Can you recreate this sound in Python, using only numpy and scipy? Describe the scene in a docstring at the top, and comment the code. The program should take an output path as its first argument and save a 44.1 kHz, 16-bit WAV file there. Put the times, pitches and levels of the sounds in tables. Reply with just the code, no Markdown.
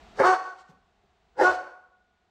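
"""Steady coloured room noise, then a large dog barks twice at the far end of a hallway with a wooden floor.
Each bark starts as a hoarse, closed-mouth 'wu' and opens into a pitched 'ah': pulses and chopped air in a throat.
Paws thud (noise bursts), slide (noise swells) and boom in the floor (decaying sine) around and between the barks.
Modes and diffuse echoes make the hall and the living room behind it ring.
The recorder's gain control ducks at the first bark and recovers slowly, so the room noise sinks away."""
import sys
import numpy as np
from scipy import signal
from scipy.fft import rfft, irfft, next_fast_len
from scipy.io import wavfile
from scipy.ndimage import uniform_filter1d, map_coordinates

SR = 44100
rng = np.random.default_rng(int(sys.argv[2]) if len(sys.argv) > 2 else 0)


def wav_record(signal):
    """Record a signal, one row per channel, as 16-bit PCM in the file named by sys.argv[1]."""
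    frames = np.transpose(np.atleast_2d(signal))
    bounded = np.clip(frames, -1, 1)
    # unit amplitude maps onto the largest positive 16-bit level
    quanta = np.round(bounded * 32767).astype(np.int16)
    wavfile.write(sys.argv[1], SR, quanta)


N = 101430


def amp(db):
    """Decibels to gain."""
    return 10 ** (np.asarray(db) / 20)


def unit(x):
    """Scale to rms 1."""
    return x / np.sqrt(np.mean(x ** 2) + 1e-20)


def along(points, hz):
    """Interpolate (Hz, value) points on a log frequency axis."""
    point_hz, value = np.transpose(points)
    return np.interp(np.log(hz + 1), np.log(point_hz + 1), value)


def wobble(knots_per_s):
    """Smooth random curve through normally distributed knots."""
    knots = rng.standard_normal(N // 8)
    return map_coordinates(knots, [np.arange(N) * knots_per_s / SR], mode='wrap')


def colour(x, points):
    """Minimum-phase filter with the given (Hz, dB) shape, made by folding the cepstrum."""
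    m = 2 * next_fast_len(N)
    gain = amp(along(points, np.fft.rfftfreq(m, 1 / SR)))
    cepstrum = irfft(np.log(gain), m)
    cepstrum[1:m // 2] *= 2
    cepstrum[m // 2 + 1:] = 0
    response = np.exp(rfft(cepstrum))
    return irfft(rfft(x, m) * response, m)[:N]


def noise(points):
    """Coloured noise of rms 1."""
    return unit(colour(rng.standard_normal(N), points))


def power(x, seconds):
    """Running mean square over a centred window."""
    return np.abs(uniform_filter1d(x ** 2, max(2, int(seconds * SR)))) + 1e-12


def room_noise():
    """Steady noise with the uneven spectrum of the room."""
    level_db = -50.5
    # spectrum shape: freq_hz, relative_density_db
    air_shape = [(25, 11), (65, 9), (110, -7), (205, -.5), (290, -9.5), (420, -3), (560, -13), (690, 1.5),
                 (900, -7.5), (1300, -10), (2200, -14), (3800, -16.5), (5200, -24), (7500, -27.5),
                 (10000, -44.5), (15500, -46.5)]
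    return amp(level_db) * noise(air_shape)


def bark(rows, closed_throat, open_throat):
    """Smeared vocal fold pulses and chopped air pass a throat that opens; hiss and a low push go with them."""
    jitter, rough_jitter = .009, .052  # relative pitch scatter: always, and added in full roughness
    shimmer_db, scatter_per_s = 2, 290  # size scatter of the pulses; knots of both scatters
    rasp_depth = 0.49  # how far each cycle chops the air
    smear_rad = .45  # phase lag per squared harmonic number
    chest_db, chest_open_db = -35, -2.5  # low push against the voice; change with the mouth open
    # air rushing past the teeth, shape: freq_hz, relative_db
    teeth_shape = [(1320, -32.5), (2250, -4.5), (2340, -10.5), (2540, -0.5), (2750, -5.5), (3030, 0.5),
                   (3160, -11.5), (3400, -4.5), (3960, -9.5), (4400, -1.5), (4770, -12), (5130, -6.5),
                   (6220, -6.5), (7140, -12), (7870, -12), (10300, -34), (15500, -39)]
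    # the same with the jaws close together: freq_hz, relative_db
    snarl_shape = [(900, -22), (2000, -3), (2550, 0.5), (3200, -5.5), (4200, -2.5), (5200, 0.5), (6400, -7),
                   (8200, -13), (9500, -16), (10500, -34), (15500, -38.5)]
    # low push of the bark, shape: freq_hz, relative_db
    chest_shape = [(25, -26.5), (50, -12.5), (75, -3), (120, 5.5), (195, 8), (350, -20.5), (1000, -67.5)]

    s, *columns = np.transpose(rows)
    t = np.arange(N) / SR
    pitch_hz, level_db, rough, mouth, hiss_db = (np.interp(t, s, c) for c in columns)
    sounding = np.interp(t, [s[0] - .01, s[0], s[-1], s[-1] + .01], [0, 1, 1, 0])

    scatter = (jitter + rough_jitter * rough) * wobble(scatter_per_s)
    phase = 2 * np.pi * np.cumsum(pitch_hz * (1 + scatter)) / SR
    harmonics = sum(np.cos(k * phase - smear_rad * k * k) for k in range(1, 13))
    pulses = harmonics * 2 * np.sqrt(pitch_hz / SR)  # power density to match the white noise
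    pulses *= amp(shimmer_db * wobble(scatter_per_s))
    chop = unit(1 + rasp_depth * np.cos(phase))
    rasp = chop * rng.standard_normal(N)
    folds = np.sqrt(1 - rough) * pulses + np.sqrt(rough) * rasp

    voice = (1 - mouth) * colour(folds, closed_throat) + mouth * colour(folds, open_throat)
    voice /= np.sqrt(power(voice, .02))  # level now follows level_db alone
    air = np.sqrt(mouth) * noise(teeth_shape) + np.sqrt(1 - mouth) * noise(snarl_shape)
    hiss = amp(hiss_db) * chop * air
    chest = amp(chest_db + chest_open_db * mouth) * noise(chest_shape)
    return sounding * amp(level_db) * (voice + hiss + chest)


def stroke(start_s, t60_s, attack_s):
    """Envelope with a soft rise and an exponential fall."""
    t = np.maximum(np.arange(N) / SR - start_s, 0)
    return (1 - np.exp(-t / attack_s)) * np.exp(-np.log(1000) * t / t60_s)


def paws():
    """Pads thud and slide on the boards; the forelegs drop in the lunge of each bark and boom in the floor."""
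    floor_hz, floor_t60_s = 75.35, 0.24
    # thuds: start_s, level_db, t60_s
    thuds = [(.198, -27, 0.16), (.688, -34.5, .2), (1.03, -49, .15), (1.372, -42, 0.18)]
    # thud shape: freq_hz, relative_db
    thud_shape = [(30, -23), (70, -4.5), (165, 3), (330, -11.5), (600, -7.5), (1500, -29), (5000, -48)]
    # slides: centre_s, level_db, half_length_s (to 1/e)
    scuffs = [(0.473, -44.5, 0.061), (0.6, -45, 0.024), (0.695, -52.5, 0.021)]
    # slide shape: freq_hz, relative_db
    scuff_shape = [(500, -8.5), (1500, 2.5), (3500, 1), (6000, -2), (7800, -6), (10000, -26.5),
                   (15500, -34)]
    # foreleg drops: start_s, level_db
    landings = [(0.256, -31.5), (1.475, -17.5)]

    t = np.arange(N) / SR
    thud_env = sum(amp(db) * stroke(s, t60_s, attack_s=0.0028) for s, db, t60_s in thuds)
    slide_env = sum(amp(db) * np.exp(-((t - s) / half_s) ** 2) for s, db, half_s in scuffs)
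    boom_env = sum(amp(db) * stroke(s, floor_t60_s, attack_s=.01) for s, db in landings)
    boom = np.sin(2 * np.pi * floor_hz * t) * boom_env
    return noise(thud_shape) * thud_env + noise(scuff_shape) * slide_env + boom


def resonance(x, hz, t60_s):
    """One damped mode, gain 1 at its centre."""
    width_hz = np.log(1000) / (np.pi * t60_s)
    return signal.lfilter(*signal.iirpeak(hz, hz / width_hz, fs=SR), x)


def echo(x, decay, delay_s):
    """Diffuse reflections as decaying noise; each frequency dies at its own speed."""
    hz, t, z = signal.stft(rng.standard_normal(SR), SR, nperseg=256)
    fall = np.exp(-np.log(1000) * t / along(decay, hz)[:, None])
    tail = signal.istft(z * fall, SR, nperseg=256)[1]
    tail /= np.linalg.norm(tail)
    return signal.fftconvolve(x, np.pad(tail, (int(delay_s * SR), 0)))[:N]


def house(x):
    """Direct sound, modes and scatter of the hallway, the longer ring of the living room and its late swell."""
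    direct_db, hall_mode_t60_s = -2, .1
    room_db, room_delay_s = -12.5, 0.041
    far_wall_db, far_wall_delay_s = -26.5, .19  # a later, duller swell of the ring
    # standing waves between the hallway walls: freq_hz, level_db
    hall_modes = [(364, -5), (500, 0), (742, -9), (905, -2.5), (1197, -2), (1400, -8.5), (1630, -6),
                  (1740, -3), (1872, -7)]
    # scatter off the hallway walls, stronger in the treble: freq_hz, gain_db
    hall_send = [(1500, -7.5), (3000, -2.5)]
    # hallway decay: freq_hz, t60_s
    hall_decay = [(100, 0.04), (500, 0.14), (1500, 0.094), (8000, 0.069)]
    # sound passed on to the living room: freq_hz, gain_db
    room_send = [(100, -6.5), (290, 1.5), (380, -5.5), (500, -2.5), (750, 1), (1100, -1), (1500, -1),
                 (2200, 3), (4200, 1.5), (4450, 8.5), (4700, 1), (6000, 2), (12000, -2)]
    # living room decay: freq_hz, t60_s
    room_decay = [(80, 0.34), (300, 0.67), (700, 0.63), (1100, 0.68), (1470, 0.69), (2200, 0.57),
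                  (7000, 0.5), (12000, 0.65)]
    # living room modes that ring on longest: freq_hz, level_db, t60_s
    room_modes = [(737, -12, 1.0), (1454, -14.5, 1.45)]

    hall = sum(amp(db) * resonance(x, hz, hall_mode_t60_s) for hz, db in hall_modes)
    hall += echo(colour(x, hall_send), hall_decay, delay_s=.001)
    sent = colour(x, room_send)
    ring = amp(room_db) * echo(sent, room_decay, room_delay_s)
    dulled = colour(sent, [(1600, -1.5), (3000, -12.5)])
    swell = amp(far_wall_db) * echo(dulled, hall_decay, far_wall_delay_s)
    lingering = sum(amp(db) * resonance(x, hz, t60_s) for hz, db, t60_s in room_modes)
    return amp(direct_db) * x + hall + ring + swell + lingering


def scene():
    """The dog in the house, over steady room noise."""
    # barks: time_s, pitch_hz, level_db, roughness (0-1), mouth_opening (0-1), hiss_db (against the voice)
    bark_1 = [(.16, 240.4, -59, 0.92, 0.4, -2.5), (.182, 262.3, -40, 0.66, 0.16, -15.5),
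              (.204, 274.7, -10.5, 0.21, 0, -29), (.232, 312.2, -14.5, 0.7, 0.35, -28),
              (.25, 355.8, -8, 0.15, 0.64, -23), (.268, 366.5, 0.5, 0.25, .95, -21),
              (.29, 376, 0.5, .16, 0.61, -22.5), (.312, 376.2, -1.5, 0.07, 0.98, -24.5),
              (.337, 366.5, -4, 0.17, 0.88, -24), (.365, 290, -21, .5, 0.4, -14.5)]
    bark_2 = [(1.358, 238, -45.5, 0.74, 0.34, -28.5), (1.378, 259.7, -23.5, .6, 0.05, -22.5),
              (1.394, 277.8, -9, 0.27, 0.057, -28), (1.417, 298.1, 3, 0.65, 0.00018, -29),
              (1.44, 346.7, -2.5, .38, .36, -20), (1.458, 363.5, 3.5, .14, 0.96, -25),
              (1.484, 372.2, 1.5, .14, 0.91, -25), (1.508, 361.3, -4.5, 0.2, 0.96, -23),
              (1.528, 287.5, -12.5, 0.28, .43, -15.5), (1.56, 267.7, -27, 1, 0.97, -7)]
    # throat with the mouth nearly closed, one per bark: freq_hz, relative_db
    closed_1 = [(50, -47.5), (230, -30.5), (320, -11.5), (410, -1), (530, 2), (690, -13), (900, -9),
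                (1150, -19.5), (1600, -18.5), (2150, -23.5), (2600, -47), (5000, -63.5)]
    closed_2 = [(100, -31), (255, -30), (330, -12.5), (410, -1), (500, 5), (650, -12.5), (880, 0),
                (1150, -25.5), (1380, -15), (1630, -15), (2050, -21.5), (2600, -49), (5000, -61)]
    # throat with the mouth wide open, one per bark: freq_hz, relative_db
    open_1 = [(120, -42), (240, -33.5), (300, -20), (380, -16), (510, -4), (620, -6), (750, -2.5),
              (900, -2.5), (1130, -2.5), (1350, -6), (1500, -4.5), (1670, -15.5), (1850, -17), (2000, -23),
              (2400, -31.5), (5000, -56.5)]
    open_2 = [(120, -48), (230, -28), (290, -11), (375, -17.5), (510, 1.5), (730, -3), (1110, -5),
              (1250, -8.5), (1450, 0.5), (1800, -22.5), (2300, -26), (5000, -51)]

    air = room_noise()
    first = house(bark(bark_1, closed_1, open_1))
    second = house(bark(bark_2, closed_2, open_2))
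    return (air + first + second + house(paws()))[None]


def record(dry):
    """Gain control that ducks at once and recovers slowly, then the bass roll-off and the band limit."""
    limit_db, recover_db_per_s, detect_s = -16, 3, 0.012
    bass_cut_hz, top_hz = 55, 15750

    level_db = 10 * np.log10(power(dry[0], detect_s))
    excess_db = np.maximum(level_db - limit_db, 0)
    recovery_db = recover_db_per_s * np.arange(N) / SR
    duck_db = np.maximum.accumulate(excess_db + recovery_db) - recovery_db  # peak hold with a linear fall

    high_pass = signal.butter(2, bass_cut_hz, 'high', fs=SR, output='sos')
    ducked = signal.sosfilt(high_pass, dry * amp(-duck_db))
    m = next_fast_len(N + SR // 2)
    in_band = np.fft.rfftfreq(m, 1 / SR) < top_hz
    return irfft(rfft(ducked, m) * in_band, m)[:, :N]


dry = scene()
out = record(dry)
wav_record(out)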